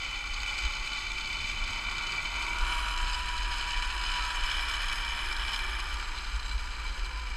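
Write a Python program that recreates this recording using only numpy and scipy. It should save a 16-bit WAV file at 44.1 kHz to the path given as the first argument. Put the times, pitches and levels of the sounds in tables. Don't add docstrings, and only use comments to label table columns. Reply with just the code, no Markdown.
import sys
import numpy as np
from scipy import signal
from scipy.fft import rfft, irfft
from scipy.io import wavfile
from scipy.ndimage import uniform_filter1d

SR = 44100
rng = np.random.default_rng(int(sys.argv[2]) if len(sys.argv) > 2 else 0)


def gain_from_db(level_db):
    decades = np.asarray(level_db, float) / 20
    return 10 ** decades


def master(y):
    cut = np.clip(np.atleast_2d(y).T, -1, 1)
    pcm = np.round(cut * 32767)
    wavfile.write(sys.argv[1], SR, pcm.astype(np.int16))


N = 324576

# t/s, peak level/dB
WASHER_TAPS = [(5.9495, -49), (6.01, -37), (6.0394, -33), (6.1696, -43), (6.184, -28), (6.2443, -28),
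               (6.2749, -35), (6.3966, -32), (6.4285, -24), (6.46, -20), (6.478, -41), (6.493, -21),
               (6.5114, -33), (6.524, -33), (6.5712, -52), (6.7126, -34), (6.7508, -37), (6.8276, -44),
               (6.861, -39), (6.886, -30), (6.9453, -39), (7.0534, -35), (7.2372, -44), (7.326, -45)]


def evened(x):
    return x / np.sqrt(np.mean(x ** 2) + 1e-20)


def columns(rows):
    s, *values = np.transpose(rows)
    return [np.interp(np.arange(N) / SR, s, v) for v in values]


def coloured(points):
    f_hz, level_db = np.transpose(points)
    hz = np.fft.rfftfreq(N, 1 / SR)
    gain_db = np.interp(np.log(hz + 1), np.log(f_hz + 1), level_db, left=-90, right=-90)
    return evened(irfft(rfft(rng.standard_normal(N)) * gain_from_db(gain_db), N))


def wander(top_hz):
    return evened(signal.lfilter(*signal.butter(2, top_hz, fs=SR), rng.standard_normal(N)))


def swells(rows, width_s):
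    t = np.arange(N) / SR
    return sum(gain_from_db(db) * np.exp(-.5 * ((t - s) / width_s) ** 2) for s, db in rows)


def spell(middle_s, length_s):
    return np.exp(-(2 * (np.arange(N) / SR - middle_s) / length_s) ** 2)


def passed(x, edge_hz, kind):
    return signal.sosfilt(signal.butter(2, edge_hz, kind, fs=SR, output="sos"), x)


def passed_in_phase(x, order, edge_hz, kind="low"):
    return signal.sosfiltfilt(signal.butter(order, edge_hz, kind, fs=SR, output="sos"), x)


def wind():
    # t/s, level/dB
    wind_curve = [(0, -59.5), (.9, -59.5), (1.44, -54), (2.1, -54), (3.0, -57.5), (4.7, -61), (5.2, -58),
                  (6.1, -59.5), (7.36, -60.5)]
    # f/Hz, level/dB per Hz
    wash_spectrum = [(47, -15), (80, 4), (107, -4.5), (129, -7), (237, -10.5), (356, -14), (436, -22),
                     (600, -38), (780, -28), (1320, -120)]
    # f/Hz, level/dB per Hz
    hum_spectrum = [(310, -27), (345, -4.5), (370, -1), (392, -6.5), (430, -49)]
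    # t/s, peak level/dB
    boom_events = [(.7, -59), (1.15, -58), (1.6, -69), (2.06, -56), (2.6, -52), (3.04, -62), (3.56, -57),
                   (4.05, -65), (5.27, -54.5), (5.7, -51), (7.04, -59)]
    gust_db, hum_db, boom_s = -0.1, -71, 0.11
    wash = gain_from_db(columns(wind_curve)[0] + gust_db * wander(2.9) + 3.5) * coloured(wash_spectrum)
    hum_level = gain_from_db(hum_db) + 0.39 * swells(boom_events, boom_s)
    return wash + hum_level * coloured(hum_spectrum)


def rumble():
    # f/Hz, level/dB per Hz
    ride_spectrum = [(7.1, -34), (12, -5), (27, 0.5), (43, 0), (52, -3), (61, -6.5), (68, -10.5), (76, -34),
                     (110, -23), (140, -36), (240, -120)]
    # f/Hz, level/dB per Hz
    end_spectrum = [(7.1, -36), (12, -8.5), (38, -1.5), (58, -2), (72, -14), (79, -31), (81, -34),
                    (86, -39), (110, -41), (140, -71), (240, -120)]
    # t/s, level/dB
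    sway_curve = [(0, -41.5), (1.1, -39.5), (2.2, -41.5), (3.0, -32.5), (4.1, -38), (5.0, -35.5),
                  (6.0, -35.5), (7.36, -36.5)]
    # t/s, peak level/dB
    jolt_events = [(.1, -24.5), (.32, -27), (.42, -30), (.65, -19), (.8, -34), (.98, -30), (1.64, -26),
                   (1.86, -37), (2.03, -41), (2.36, -25), (2.62, -14.5), (2.83, -34), (3.0, -22),
                   (3.27, -26), (3.5, -27), (3.79, -21), (3.87, -35), (4.1, -25), (4.43, -18), (4.57, -24),
                   (4.69, -27), (4.88, -50), (5.23, -39), (5.45, -34), (5.74, -28), (6.36, -28),
                   (6.56, -19), (6.92, -23), (7.02, -21), (7.22, -29)]
    jolt_s = 0.019
    slowing = np.interp(np.arange(N) / SR, [5.6, 6.2], [0, np.pi / 2])
    noise = np.cos(slowing) * coloured(ride_spectrum) + np.sin(slowing) * coloured(end_spectrum)
    envelope = uniform_filter1d(abs(signal.hilbert(noise)), 900)
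    lumps = passed_in_phase(evened(noise / (7.0 + envelope)), 6, 64)
    shake = gain_from_db(columns(sway_curve)[0]) + 0.24 * swells(jolt_events, jolt_s)
    return shake * lumps


def chatter():
    # middle t/s, length/s, typical peak level/dB
    chatter_spells = [
        (.45, .5, -42),
        (1.1, 0.82, -35.5),
        (1.7, 0.56, -42),
        (2.25, 0.55, -39),
        (6.3, .5, -44),
        (6.8, 0.52, -47),
    ]
    taps_per_s, decay_s, rise_s = 99, 0.0012, 0.00047
    t = np.arange(300) / SR
    strength = sum(gain_from_db(db) * spell(s, length_s) for s, length_s, db in chatter_spells)
    size = gain_from_db(3.6 * np.minimum(rng.exponential(1, N), 3)) * (rng.random(N) < taps_per_s / SR)
    spot = rng.integers(0, 3, N)
    taps = 0
    for k, hz in enumerate((3650, 4100, 4500)):
        tap = np.sin(2 * np.pi * hz * t) * np.exp(-t / decay_s) * np.minimum(t / rise_s, 1)
        taps = taps + signal.oaconvolve(size * (spot == k), tap)[:N]
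    return strength * taps


def ticks():
    ring_s, click_s, rise_s = 0.0044, 0.0012, 0.0014
    out, t = np.zeros(N + SR), np.arange(900) / SR
    for (s, db), (detune, phase) in zip(WASHER_TAPS, rng.random((len(WASHER_TAPS), 2))):
        ring_hz = 4050 * (.985 + 0.028 * detune)
        ring = np.sin(2 * np.pi * ring_hz * t) * np.exp(-t / ring_s)
        click = 0.43 * np.sin(2 * np.pi * (5100 * t + phase)) * np.exp(-t / click_s)
        out[round(s * SR):][:900] += gain_from_db(min(db, -30) - 3) * (ring + click) * np.minimum(t / rise_s, 1)
    return out[:N]


def knocks(rows, low_hz, high_hz):
    force, t = np.zeros(N + SR), np.arange(800) / SR
    fade = np.exp(-t / 0.0048)
    fade_rms = np.sqrt(np.mean(fade ** 2))
    for (s, db), noise in zip(rows, rng.standard_normal((len(rows), 800))):
        force[round(s * SR):][:800] += gain_from_db(min(db, -25) - 1) * evened(noise * fade) * fade_rms
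    steep = passed(passed(force[:N], low_hz, "high"), low_hz, "high")
    return passed(steep, high_hz, "low")


def blows():
    # t/s, peak level/dB
    early_knocks = [(0.1096, -33), (0.188, -31), (0.2154, -35), (0.2628, -36), (0.3411, -21), (0.3905, -33),
                    (0.4339, -38), (0.4813, -24), (0.5472, -29), (0.5861, -21), (0.7093, -39),
                    (0.7367, -32), (0.7507, -25), (0.8445, -36), (0.8619, -33), (0.9293, -32),
                    (0.9552, -35), (0.9707, -29), (0.9877, -28), (1.1164, -21), (1.1787, -32),
                    (1.2087, -23), (1.256, -36), (1.2725, -30), (1.3284, -25), (1.3857, -35), (1.4062, -32),
                    (1.4691, -31), (1.4885, -29), (1.5833, -34), (1.6382, -21), (1.6646, -32),
                    (1.6776, -23), (1.7065, -27), (1.732, -25), (1.7749, -31), (1.7933, -37), (1.8437, -32),
                    (1.8946, -29), (1.9126, -25), (1.9819, -24), (2.0348, -33), (2.0697, -20),
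                    (2.1206, -23), (2.1595, -26), (2.1784, -34), (2.2273, -37), (2.3605, -28),
                    (2.4254, -26), (2.4648, -31), (2.5002, -31), (2.5202, -37)]
    # t/s, peak level/dB
    late_knocks = [(2.5848, -21), (2.7449, -31), (2.8851, -29), (2.912, -28), (2.9759, -25), (3.0771, -27),
                   (3.131, -26), (3.1445, -23), (3.2098, -39), (3.2632, -33), (3.2877, -27), (3.3779, -25),
                   (3.4288, -28), (3.5221, -27), (3.5341, -22), (3.6124, -32), (3.7062, -25), (3.8559, -30),
                   (3.8688, -32), (3.8923, -35), (3.9092, -30), (3.9781, -27), (4.0519, -35), (4.0694, -29),
                   (4.0873, -31), (4.1163, -26), (4.1587, -30), (4.1716, -31), (4.2245, -31), (4.257, -32),
                   (4.3028, -33), (4.3802, -39), (4.434, -34), (4.4605, -24), (4.4979, -21), (4.5164, -24),
                   (4.6082, -26), (4.6311, -34), (4.685, -28), (4.7134, -27), (4.7374, -23), (4.7538, -20),
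                   (4.8052, -40), (4.8182, -27), (4.884, -25), (4.9259, -21), (5.0477, -22.5),
                   (5.0881, -28), (5.116, -37), (5.2597, -24), (5.325, -23), (5.3654, -24), (5.4373, -38),
                   (5.5181, -30), (5.5316, -25), (5.545, -24), (5.561, -20), (5.8009, -27)]
    return knocks(early_knocks + late_knocks, 3030, 8500) + gain_from_db(-7) * knocks(WASHER_TAPS, 2400, 8000)


def rattle(per_s, depth):
    decay_s = 0.0077
    jumps = gain_from_db(4 * np.minimum(rng.exponential(1, N), 2)) * (rng.random(N) < per_s / SR)
    jumps = signal.lfilter([1], [1, -np.exp(-1 / (decay_s * SR))], jumps)
    return (1 + depth * jumps) * gain_from_db(0.2 * wander(30))


def whine(strands, pose):
    push_db = (-24, -29, -22.5, -37.5)
    reach_db = (-1.5, 3.5, 0, 0.5, -13)
    # middle t/s, length/s, multiple of the strand rate, force level/dB
    singing_spells = [(.3, 2, 2, -26.5), (2.852, 0.5, 2, -31), (4.197, .35, 4, -22), (1.5, 0.56, 2, -23.5),
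                      (2.45, 0.3, 3, -27), (2.75, 1.4, 3, -33), (3.164, 0.56, 3, -22),
                      (3.698, 0.56, 3, -30), (4.237, 0.36, 3, -26), (5.66, 0.56, 3, -37),
                      (3.2, 0.51, 4, -22), (5.9, 0.78, 4, -25), (.4, 1.5, 3, -35), (5.0, .6, 3, -37),
                      (7.095, 0.9, 2, -22), (7.136, 0.43, 4, -22)]
    reach = gain_from_db(np.interp(pose, range(5), reach_db))
    strength = [gain_from_db(db) * reach for db in push_db]
    for s, length_s, multiple, db in singing_spells:
        k = round(multiple) - 1
        strength[k] = strength[k] + gain_from_db(db) * spell(s, length_s)
    force = 0
    for k, a in enumerate(strength, 1):
        force = force + a * gain_from_db(2.3 * wander(22)) * np.sqrt(2) * np.sin(2 * np.pi * k * strands)
    return force


def wheels(strands):
    strands_per_turn = 4.35
    turns = strands / strands_per_turn + .15 * wander(8)
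    alternate = (turns // 1 % 2 - .5) * 2
    uneven = 1 + 0.3 * np.clip(1 + wander(2.8), 0, 2) * alternate
    flat_spot = np.exp(-(turns % 1) / 0.17)
    throb = 1 + 1.74 * uneven * np.clip(1 + 0.1 * wander(1.6), 0, 3) * flat_spot
    throb = throb * (1 + 0.054 * np.cos(2 * np.pi * strands))
    rough = throb * rattle(130, 0.29)
    noise = rng.standard_normal(N)
    roll = passed_in_phase(noise, 1, 2900)
    hiss = passed_in_phase(noise, 2, 7000, "high")
    middle = noise - roll - hiss
    hiss_gain = evened(rough ** .3 * rattle(160, .2))
    return roll * evened(rough ** .2) + middle * evened(rough) + hiss * hiss_gain


def frame_ring(pose):
    # f/Hz, width/Hz, level/dB in pose 0, 1, 2, 3, 4
    lower_modes = [(388, 550, -30, -28, -29.5, -34.5, -29), (904, 337, -17.5, -16, -16.5, -18.5, -22.5),
                   (984, 135, -40.3, -10, -7, -15.5, -12.5), (1153, 200, -11.5, -5.5, -8.5, -10, -12),
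                   (1422, 228, -10, -3.5, -10, -12.5, -13.5), (1650, 700, -60.0, -12, -7.5, -9, -17),
                   (2035, 207, -10.5, -57, -71, -17, -23), (2487, 416, -10, -9, -8.5, -8, -19.5),
                   (3025, 660, -24, -10, -11.5, -8, -17.5), (3560, 240, -13, -47, -19, -20, -25), ]
    # f/Hz, width/Hz, level/dB in pose 0, 1, 2, 3, 4
    higher_modes = [(4350, 210, -15.5, -39, -18, -23, -24), (5260, 320, -23, -19, -17, -14.5, -24.5),
                    (6230, 1250, -26, -25.5, -30, -33, -31), (6666, 320, -21, -28, -25, -41, -34),
                    (7780, 540, -24, -29, -26.5, -27.5, -29), (8560, 580, -32.5, -32, -30, -33.5, -35.5),
                    (9370, 940, -34.5, -28.5, -32, -35, -46), (10390, 950, -52, -41, -41, -32, -40.5),
                    (11932, 7200, -44.5, -51, -49, -47, -55), (13927, 1130, -51, -50.2, -56, -48, -55)]
    # f/Hz, width/Hz, level/dB in pose 0, 1, 2, 3, 4
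    ringing_modes = [(2334, 60.4, 1.1, 0.0, -2, 0.7, -7.5), (3008, 50.6, -0.8, -1.5, -0.7, -2.5, -15),
                     (4040, 220, -15.5, -11, -12, -14, -17.5), (4735, 55, -11.5, -16, -14, -17, -12),
                     (4990, 100, -16.5, -14, -12.5, -13.5, -19), (6466, 44, -17.5, -26, -15.5, -15, -22.5),
                     (7500, 140, -28.5, -19.4, -19, -20.5, -22), (9340, 140, -28, -26, -28, -24, -53),
                     (11350, 225, -44.8, -35, -40, -40, -46.1), (12290, 110, -47, -37, -37, -31.5, -47)]
    # f/Hz, width/Hz, level/dB
    path_dips = [
        [(1215, 48, -4.5), (2910, 73, -11), (3140, 82, 1), (9310, 210, -13), (13750, 380, -7)],
        [(12750, 200, -4)],
        [(2100, 140, -6.5), (12950, 400, -5)],
        [(2185, 100, -10), (2710, 224, -10), (13550, 500, -6)],
        [(1090, 53, -14), (3430, 72, -13), (4670, 94, -14), (7270, 350, -8)],
    ]
    hz = abs(np.fft.fftfreq(8192, 1 / SR))
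    power = 0
    for centre, width, *db in lower_modes + higher_modes:
        power = power + gain_from_db(2 * db[pose]) / (1 + (2 * (hz - centre) / width) ** 2) ** 2
    for centre, width, *db in ringing_modes:
        off = 2 * (hz - centre) / width
        power = power + gain_from_db(2 * db[pose]) / (1 + off ** 2) / (1 + (off / 6) ** 2)
    for centre, width, db in path_dips[pose]:
        power = power * gain_from_db(2 * db / (1 + (2 * (hz - centre) / width) ** 2))
    power = power / np.mean(power * (hz > 2000) * (hz < 6000))
    log_gain = .5 * np.log(power + 1e-9)
    return np.fft.ifft(np.exp(log_gain - 1j * signal.hilbert(log_gain).imag)).real[:4096]


def glints(force):
    # middle t/s, length/s, f/Hz, level/dB
    glint_spells = [(0.081, .25, 3008, 9), (0.45, .9, 9500, -43), (1, .8, 12300, -46), (.6, .3, 11400, -51),
                    (2.2, .6, 11400, -52), (1.6, .6, 7750, -43), (2.45, .15, 12000, -44),
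                    (2.7, .3, 11000, -40), (2.84, .2, 9400, -40), (2, .3, 3200, -14), (5.5, .7, 1205, -9),
                    (3.4, .2, 2100, -4), (3.2, .3, 1500, -10), (5.6, .9, 990, -14), (7.15, .3, 1010, -18),
                    (3.3, 0.45, 9350, -36), (4.3, .4, 9350, -30), (5.5, .4, 9350, -36),
                    (5.0, 1.2, 12300, -40), (3.05, 0.23, 4700, -29), (2.5, .12, 6100, -18),
                    (6.48, .15, 6470, -23), (4.55, .1, 3008, 13), (6.9, .1, 3008, 7), (5.6, .15, 7550, -28),
                    (2.75, .25, 13500, -42)]
    sharpness = 90
    out = 0
    for s, length_s, hz, db in glint_spells:
        ring = signal.lfilter(*signal.iirpeak(hz, sharpness, fs=SR), force)
        out = out + gain_from_db(db) * spell(s, length_s) * ring
    return out


def trolley():
    # t/s, strands passing a wheel per second/Hz
    speed_curve = [(0, 268), (1, 294), (2, 313), (2.6, 321), (3.25, 328), (3.55, 321), (3.9, 327),
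                   (4.4, 326), (5, 314), (5.5, 311), (5.9, 298), (6.8, 270), (7.1, 257), (7.36, 248)]
    # t/s, level/dB
    load_curve = [(0, -42.5), (.35, -37), (1.0, -36.5), (1.5, -37), (1.8, -37.5), (2.4, -36.5),
                  (3.04, -37.5), (4.0, -37.5), (4.7, -36.5), (5.4, -38), (5.9, -40), (6.2, -45),
                  (6.4, -44.5), (7.0, -43.5), (7.2, -45.5), (7.36, -45)]
    # t/s, peak added load level/dB
    bounce_events = [(.06, -45), (.6, -45), (.96, -55), (1.44, -47.5), (2.1, -70), (2.42, -54), (2.75, -51),
                     (3.2, -55), (3.68, -48), (4.16, -46.5), (4.5, -49.5), (4.92, -59), (5.56, -53),
                     (6.2, -49), (6.88, -67)]
    # t/s, pose (0 back, 1 swinging round, 2 side on, 3 ahead, 4 ahead and lowered)
    pose_curve = [(0, 0.0), (2.3, 0.04), (2.52, .25), (2.7, .95), (2.9, 1.05), (3.05, 1.98), (4.2, 2.02),
                  (4.6, 2.98), (5.8, 3.02), (6.04, 3.98), (7.36, 4.0)]
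    # t/s, gain level/dB
    screen_curve = [(0, 2.5), (.5, 2), (1.5, 0), (1.85, 5.5), (2.5, 5), (3.0, 0.5), (3.25, -1.5), (6.1, 1),
                    (7.36, 2)]
    pose_bass_db, pose_treble_db = (-1.5, -1.6, -0.7, 2.13, -0.8), (-3.6, 2.5, 1.2, 0.5, 0.5)
    bass_lag, treble_lag = 0.85, 0.89
    treble_screened, bounce_s = 0.41, 0.072

    strands = np.cumsum(columns(speed_curve)[0] * (1 + .010 * wander(30))) / SR
    level_db = 20 * np.log10(gain_from_db(columns(load_curve)[0]) + swells(bounce_events, bounce_s))
    settled_db = uniform_filter1d(level_db, SR // 2)
    quick_db = level_db - settled_db
    pose = np.clip(columns(pose_curve)[0], 0, 4)
    screen_db = columns(screen_curve)[0]
    bass_db = np.interp(pose, range(5), pose_bass_db) + screen_db - bass_lag * quick_db
    treble_db = np.interp(pose, range(5), pose_treble_db) + treble_screened * screen_db - treble_lag * quick_db

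    struck = blows() / gain_from_db(settled_db)
    force = wheels(strands) + whine(strands, pose) + struck
    bass = passed_in_phase(force, 2, 1900)
    treble = passed_in_phase(force, 2, 8500, "high")
    force = force + bass * (gain_from_db(bass_db) - 1) + treble * (gain_from_db(treble_db) - 1)
    heard = 0
    for k in range(5):
        share = np.maximum(1 - abs(pose - k), 0)
        heard = heard + share * signal.oaconvolve(force, frame_ring(k))[:N]
    return gain_from_db(level_db) * (heard + gain_from_db(5) * glints(force))


def scene():
    return (wind() + rumble() + chatter() + ticks() + trolley())[None]


def faint_top_lost(x):
    hz, _, z = signal.stft(x, SR, nperseg=1024)
    power = uniform_filter1d(abs(z) ** 2, size=3, axis=-2)
    power_db = 10 * np.log10(uniform_filter1d(power, size=2, axis=-1) + 1e-20)
    top = hz > 12500
    judged = top & (hz < 14700)
    power_db = power_db - .7 * uniform_filter1d(power_db[:, judged].mean(1), size=25)[:, None]
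    power_db = power_db - 4 * np.maximum(hz - 14700, 0)[:, None] / 700
    limit_db = np.percentile(power_db[:, judged], 20)
    lost = top[:, None] & (power_db < limit_db)
    return signal.istft(z * ~lost, SR, nperseg=1024)[1][:, :N]


def low_pass(x):
    return signal.sosfilt(signal.butter(12, 15380, fs=SR, output="sos"), x)


def record(dry):
    mix = faint_top_lost(dry)
    return low_pass(mix)


dry = scene()
out = record(dry)
master(out)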